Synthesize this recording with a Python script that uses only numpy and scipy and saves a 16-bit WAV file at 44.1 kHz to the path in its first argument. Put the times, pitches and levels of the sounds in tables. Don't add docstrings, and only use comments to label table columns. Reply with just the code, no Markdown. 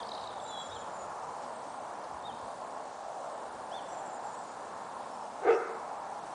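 import sys
import numpy as np
from scipy import signal
from scipy.io import wavfile
from scipy.ndimage import uniform_filter1d, minimum_filter1d

SR = 44100
rng = np.random.default_rng(int(sys.argv[2]) if len(sys.argv) > 2 else 0)


def gain_from_db(level_db):
    decades = np.asarray(level_db, float) / 20
    return 10 ** decades


def generate_wav(signal):
    frames = np.transpose(np.atleast_2d(signal))
    scaled = np.clip(frames, -1, 1) * 32767
    pcm = np.round(scaled).astype(np.int16)
    wavfile.write(sys.argv[1], SR, pcm)


N = 279594


def rms_one(x):
    return x / np.sqrt(np.mean(x ** 2) + 1e-20)


def span(start, stop):
    at = np.arange(max(int(start * SR), 0), min(int(stop * SR), N))
    return at, at / SR


def drift(rate):
    r = np.exp(-2 * np.pi * rate / SR)
    return rms_one(signal.lfilter([1], [1, -2 * r, r * r], rng.standard_normal(N + SR))[SR:])


def bandpass(x, order, low_hz, high_hz):
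    return signal.sosfilt(signal.butter(order, [low_hz, high_hz], "band", fs=SR, output="sos"), x)


def tone(pitch_hz):
    return np.sin(2 * np.pi * np.cumsum(pitch_hz) / SR)


def resonance(x, hz, width_hz):
    r = np.exp(-np.pi * width_hz / SR)
    return signal.lfilter(np.array([1, 0, -1]) * (1 - r * r) / 2, [1, -2 * r * np.cos(2 * np.pi * hz / SR), r * r], x)


def banded_noise(spectrum, patchy_db):
    hz, level_db = np.transpose(spectrum)
    edges = hz[0] * 2 ** np.arange(0, np.log2(hz[-1] / hz[0]) + 1 / 3, 1 / 3)
    edges = edges[edges < SR / 3]
    white, out = rng.standard_normal((2, N)), np.zeros(N)
    knots = np.arange(0, N + SR, SR // 4)
    wander = rng.standard_normal((40, len(knots)))
    for k, (low, high) in enumerate(zip(edges, edges[1:])):
        band = bandpass(white[k % 2], 2, low, high)
        centre_db = np.interp(np.log(low * high) / 2, np.log(hz), level_db)
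        out += band * gain_from_db(centre_db + patchy_db * np.interp(np.arange(N), knots, wander[k]))
    return rms_one(out)


def paddock(x, echoes, echo_cut_hz, scatter_db, t60):
    t = np.arange(SR) / SR
    tail = rng.standard_normal(SR) * gain_from_db(-60 * t / t60) * np.minimum(t / 0.16, 1)
    response = gain_from_db(scatter_db) * tail / np.sqrt(np.sum(tail ** 2))
    bright_hz, width_hz = 1300, 1300
    response += gain_from_db(15) * resonance(resonance(response, bright_hz, width_hz), bright_hz, width_hz)
    walls = np.zeros(SR)
    for delay, level_db in echoes:
        walls[int(delay * SR)] = gain_from_db(level_db)
    response += signal.lfilter(*signal.butter(2, echo_cut_hz, fs=SR), walls)
    return x + signal.fftconvolve(x, response)[:N]


def hiss():
    # (frequency [Hz], density [dB per Hz])
    hiss_curve = [(1300, -31.5), (2200, -1), (3500, 0.5), (5000, 0.5), (7000, 0.5), (9000, 1),
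                  (10500, -9.5), (14000, -16)]
    return gain_from_db(-58.5) * banded_noise(hiss_curve, patchy_db=1.16)


def traffic():
    # (frequency [Hz], density [dB per Hz])
    road_curve = [(35, -62), (60, -26), (141, -16.5), (177, -12.5), (298, -9), (329, -12.5), (401, -11),
                  (488, -6.5), (710, 0), (954, -1.5), (1840, -19), (3000, -57), (3900, -60), (6600, -120)]
    # (time [s], level [dB], tyre peak [Hz], tyre peak level [dB])
    passing = [
        (0, -41.5, 886, -8),
        (1.2, -41.5, 850, -3.5),
        (2.4, -42.5, 740, -8.5),
        (3.1, -43.5, 684, 1.5),
        (3.9, -42, 796, -6.5),
        (5.0, -42.5, 824, -5.5),
        (6.34, -42, 845, -9),
    ]
    s, *columns = np.transpose(passing)
    road_db, peak_hz, peak_db = (np.interp(np.arange(N) / SR, s, c) for c in columns)
    road, low_hz, high_hz = banded_noise(road_curve, patchy_db=1.56), 650, 880
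    high = np.clip((peak_hz - low_hz) / (high_hz - low_hz), 0, 1)
    tyres = (1 - high) * resonance(road, low_hz, 360) + high * resonance(road, high_hz, 240)
    return gain_from_db(road_db - 1.27) * (road + gain_from_db(peak_db + 0.88 * drift(2.5)) * tyres)


def wind():
    # (middle [s], length [s], level [dB])
    gusts = [
        (.01, .08, -56),
        (0.29, 0.67, -60.5),
        (0.764, 0.26, -57),
        (1.08, 0.14, -60),
        (1.285, .09, -52),
        (2.144, 0.17, -52),
        (2.347, 0.52, -57.5),
        (3.546, 0.28, -65),
        (5.5, .16, -53.5),
    ]
    breeze_db = -70.5
    t = np.arange(N) / SR
    strength = gain_from_db(breeze_db) + sum(gain_from_db(db) * np.exp(-(3 * (t - s) / length) ** 2) for s, length, db in gusts)
    low = bandpass(rng.standard_normal(N), 2, 52, 130)
    return strength * gain_from_db(-7.0) * rms_one(low * gain_from_db(1.5 * drift(8.6)))


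def rustle():
    # (start [s], length [s], low edge [Hz], high edge [Hz], level [dB])
    puffs = [
        (1.397, .07, 2500, 9800, -53.5),
        (1.71, .01, 3700, 4500, -60),
        (1.78, .01, 3800, 4500, -63),
        (1.84, .01, 3700, 4500, -63),
        (1.912, .01, 3800, 4500, -65),
        (2.035, .02, 3700, 5300, -46),
        (3.29, .015, 3000, 4600, -48),
    ]
    out, noise = np.zeros(N), rng.standard_normal(N)
    for start, length, low_hz, high_hz, level_db in puffs:
        at, t = span(start, start + length)
        out[at] += gain_from_db(level_db) * np.hanning(len(at)) * bandpass(noise[at], 2, low_hz, high_hz)
    return out


def song():
    # (start [s], length [s], pitch [Hz], level [dB], lead note [dB])
    verses = [
        (0.408, .12, 7250, -55.5, -3),
        (0.584, .105, 7170, -53.5, 0),
        (0.718, .12, 7150, -56.5, -17),
        (0.897, .16, 7000, -58, -13),
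        (3.875, 0.15, 7300, -60, -4),
        (4.053, .14, 7160, -61, 2),
        (4.234, .13, 7100, -62, 3),
        (4.372, .17, 6970, -66, -6),
    ]
    lead_note = (0, .25, 1.04, 1.065)
    falling_notes = [(.2, .35, 1.035, 1.003), (.5, .5, 1.003, .985)]
    for start, length, hz, level_db, lead_db in verses:
        for (at, share, first, last), db in zip([lead_note, *falling_notes], [lead_db, 0, 0]):
            yield start + at * length, share * length, first * hz, last * hz, level_db + db


def thin_notes():
    # (start [s], length [s], first pitch [Hz], last pitch [Hz], level [dB])
    lone_glides = [(0, 0.044, 3330, 3170, -58), (0.044, 0.026, 4500, 4430, -58),
                   (0.656, .2, 3380, 3340, -65.5), (0.69, 0.021, 5150, 5400, -65),
                   (1.53, .045, 8600, 8350, -61), (1.666, 0.13, 8750, 8000, -65),
                   (3.282, 0.15, 8850, 8740, -72), (3.444, 0.058, 8800, 8500, -70),
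                   (3.706, 0.063, 5300, 6270, -65), (3.74, .045, 6200, 6100, -67),
                   (3.883, .071, 5600, 6000, -63.5), (4.12, .06, 8800, 8360, -66),
                   (4.29, .17, 8600, 7400, -65), (5.1, 0.074, 5450, 5400, -64),
                   (5.195, .069, 5450, 5250, -67)]
    out, shake, flutter = np.zeros(N), drift(170), gain_from_db(2.8 * drift(130))
    for start, length, first_hz, last_hz, level_db in [*song(), *lone_glides]:
        at, t = span(start, start + length)
        pitch = np.linspace(first_hz, last_hz, len(at)) * (1 + 0.013 * shake[at])
        shape = signal.windows.tukey(len(at), .5) * flutter[at]
        out[at] += np.sqrt(2) * gain_from_db(level_db) * shape * tone(pitch)
    return out


def chirp_notes():
    # (top time [s], top pitch [Hz], level [dB], rise [s], fall [s])
    chirps = [
        (.73, 3750, -50, .03, .058),
        (2.262, 3750, -50, .03, .062),
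        (3.76, 3600, -49, .05, .05),
        (.76, 4230, -60, .012, .015),
        (3.77, 4380, -61, .018, .028),
    ]
    bend_hz_per_s2, depth_hz, rise_db, fall_db = 360000, 680, -17, -13
    for top, hz, level_db, rise, fall in chirps:
        s = np.linspace(-rise, fall, num=24)
        fade_db = np.where(s < 0, rise_db * (s / rise) ** 2, fall_db * (s / fall) ** 2)
        yield top + s, hz - np.minimum(bend_hz_per_s2 * s ** 2, depth_hz), level_db + fade_db


def held_notes():
    # (start [s], length [s], first pitch [Hz], held pitch [Hz], level [dB])
    held = [
        (.475, 0.19, 3900, 3410, -47.5),
        (.44, 0.22, 3550, 3990, -52.5),
    ]
    settle_s, attack_s, release_s = 0.0202, 0.019, .055
    sag_hz_per_s, swell_db = 460, 5
    for start, length, first_hz, held_hz, level_db in held:
        s = np.linspace(0, length, num=40)
        pitch = held_hz + (first_hz - held_hz) * np.exp(-s / settle_s) - sag_hz_per_s * s
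        edges_db = -22 * np.maximum(np.maximum(1 - s / attack_s, 1 - (length - s) / release_s), 0)
        below_db = swell_db * np.maximum(1 - s / (length - release_s), 0)
        yield start + s, pitch, level_db + edges_db - below_db


def whistles():
    out = np.zeros(N)
    for s, hz, level_db in [*chirp_notes(), *held_notes()]:
        flutter = gain_from_db(3 * drift(70))
        at, t = span(s[0], s[-1])
        smooth_hz = uniform_filter1d(np.interp(t, s, hz), size=400, mode="nearest")
        pitch = smooth_hz * (1 + 0.0072 * drift(110)[at])
        edge = signal.windows.tukey(len(at), .1)
        out[at] += np.sqrt(2) * gain_from_db(np.interp(t, s, level_db)) * edge * flutter[at] * tone(pitch)
    return out


def chips():
    # (time [s], peak level [dB], centre [Hz], grace chip [dB])
    beats = [(.001, -37.5, 3400, -8), (.031, -41, 3770, 2.5), (.0692, -40, 4500, -10), (.091, -39, 3990, 2),
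             (.116, -28.5, 3730, -22), (0.1502, -38.5, 3760, 4), (.1774, -43, 3180, -11),
             (.211, -44, 4030, -5), (.2379, -36, 3630, -8), (0.272, -33.5, 3720, -23),
             (.3047, -41, 3610, -12), (.398, -38.5, 3380, -22)]
    grace_s, grace_ratio = .0035, 1.2
    after_s, after_ratio, after_db = .019, 1.04, -9
    for s, db, hz, grace_db in beats:
        yield s, db, hz
        yield s - grace_s, db + grace_db, hz * grace_ratio
        yield s + after_s, db + after_db, hz * after_ratio


def twitter():
    out, shake = np.zeros(N), drift(300)
    for start, peak_db, hz in chips():
        at, t = span(start - .0015, max(start + 0.0077, .002))
        pitch = hz * (np.geomspace(1.13, .91, len(at)) + 0.038 * shake[at])
        out[at] += gain_from_db(peak_db - 6.0) * np.hanning(len(at)) * tone(pitch)
    return out


def call():
    # (time [s], pitch [Hz], effort [dB])
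    effort = [
        (5.415, 389.5, -47),
        (5.451, 412.5, -31.5),
        (5.476, 430.2, -25.5),
        (5.49, 469.6, -19),
        (5.505, 462, -20.5),
        (5.529, 450.5, -25),
        (5.559, 422.4, -29),
        (5.6, 370, -50.5),
    ]
    # (centre [Hz], width [Hz], level [dB])
    throat = [(370, 75, 3.5), (462, 182, -1), (754, 68, -0.5)]
    # (centre [Hz], width [Hz], level [dB], lag [s])
    mouth = [(1000, 380, -25, 0.02), (1263, 266, -8.5, 0.0043), (1456, 320, -12.5, -0.0093),
             (2080, 210, -16, -0.00037), (2620, 120, -22, 0.025), (3400, 140, -33, 0.012),
             (4800, 220, -37.5, 0.018), (5450, 960, -31.5, 0.044)]
    s, pitch, level_db = np.transpose(effort)
    at, t = span(s[0], s[-1] + 0.04)
    effort_db = np.interp(t, s, level_db)
    rough = np.clip(.28 + .035 * (-21 - effort_db), 0, 1)
    cycles = np.cumsum(np.interp(t, s, pitch) * (1 + 0.0614 * rough * drift(117)[at])) / SR
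    harmonics = np.arange(1, 9)[:, None]
    pulses = rms_one(np.sum(np.cos(2 * np.pi * harmonics * cycles) * gain_from_db(-5.0 * harmonics), axis=0))
    breath = rng.standard_normal(len(at)) * (1 + 2.6 * np.cos(2 * np.pi * cycles))
    source = (1 - rough) * pulses + 4 * rough * breath
    low = sum((-1) ** k * gain_from_db(db) * resonance(source, hz, wide) for k, (hz, wide, db) in enumerate(throat))
    low = bandpass(low, 6, 315, 1000)
    low /= np.sqrt(uniform_filter1d(low ** 2, size=700) + 1e-9)
    out = np.zeros(N)
    out[at] = low * gain_from_db(effort_db)
    rasp = pulses + 1.6 * breath
    jaw_shuts_s, jaw_db_per_s = 5.522, -220
    mouth_db = level_db + 2 + jaw_db_per_s * np.maximum(s - jaw_shuts_s, 0)
    for hz, wide, db, lag in mouth:
        cavity = rms_one(resonance(resonance(rasp, hz, wide), hz, wide))
        cavity /= np.sqrt(uniform_filter1d(cavity ** 2, size=900))
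        out[at] += cavity * gain_from_db(db - 6.5 + np.interp(t - lag, s, mouth_db, left=-90))
    return out


def scene():
    # (delay [s], level [dB])
    shed_echoes = [(.068, -11), (.115, -21), (.165, -27), (.222, -22)]
    # (delay [s], level [dB])
    bird_echoes = [(.031, -18), (.062, -16)]
    bed = traffic() + hiss() + wind() + rustle()
    birds = paddock(whistles() + thin_notes(), bird_echoes, echo_cut_hz=6000, scatter_db=-7, t60=.42)
    hedge = paddock(twitter(), bird_echoes, echo_cut_hz=12000, scatter_db=-3, t60=0.36)
    caller = paddock(call(), shed_echoes, echo_cut_hz=1100, scatter_db=-19, t60=.8)
    return (bed + birds + hedge + caller)[None]


def camera_gaps(x):
    short_share, long_share, gap_db = .032, .0025, -40
    hz, s, cells = signal.stft(x, SR, nperseg=256, noverlap=192)
    clumps = gain_from_db(4.0 * drift(8)[np.minimum((s * SR).astype(int), N - 1)])
    chance = rng.random((2, len(hz) // 3 + 1, len(s)))
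    short = minimum_filter1d(chance[0], size=4, axis=1) < short_share * clumps
    long = minimum_filter1d(chance[1], size=11, axis=1) < long_share * clumps
    dropped = np.repeat(short | long, 3, axis=0)[:len(hz)] & (hz[:, None] > 4600)
    quiet = 1.6 * np.median(np.abs(cells[0, (hz > 5000) & (hz < 9500)]))
    dropped &= uniform_filter1d(np.abs(cells[0]), size=5, axis=0) < quiet
    gapped = cells * np.where(dropped, gain_from_db(gap_db), 1)
    return signal.istft(gapped, SR, nperseg=256, noverlap=192)[1][:, :N]


def top_cut(x):
    return signal.sosfilt(signal.butter(12, 10050, fs=SR, output="sos"), x)


def record(dry):
    steep_cut = signal.ellip(12, .3, 60, 10080, fs=SR, output="sos")
    mix = signal.sosfilt(steep_cut, camera_gaps(dry))
    return top_cut(mix)


dry = scene()
out = record(dry)
generate_wav(out)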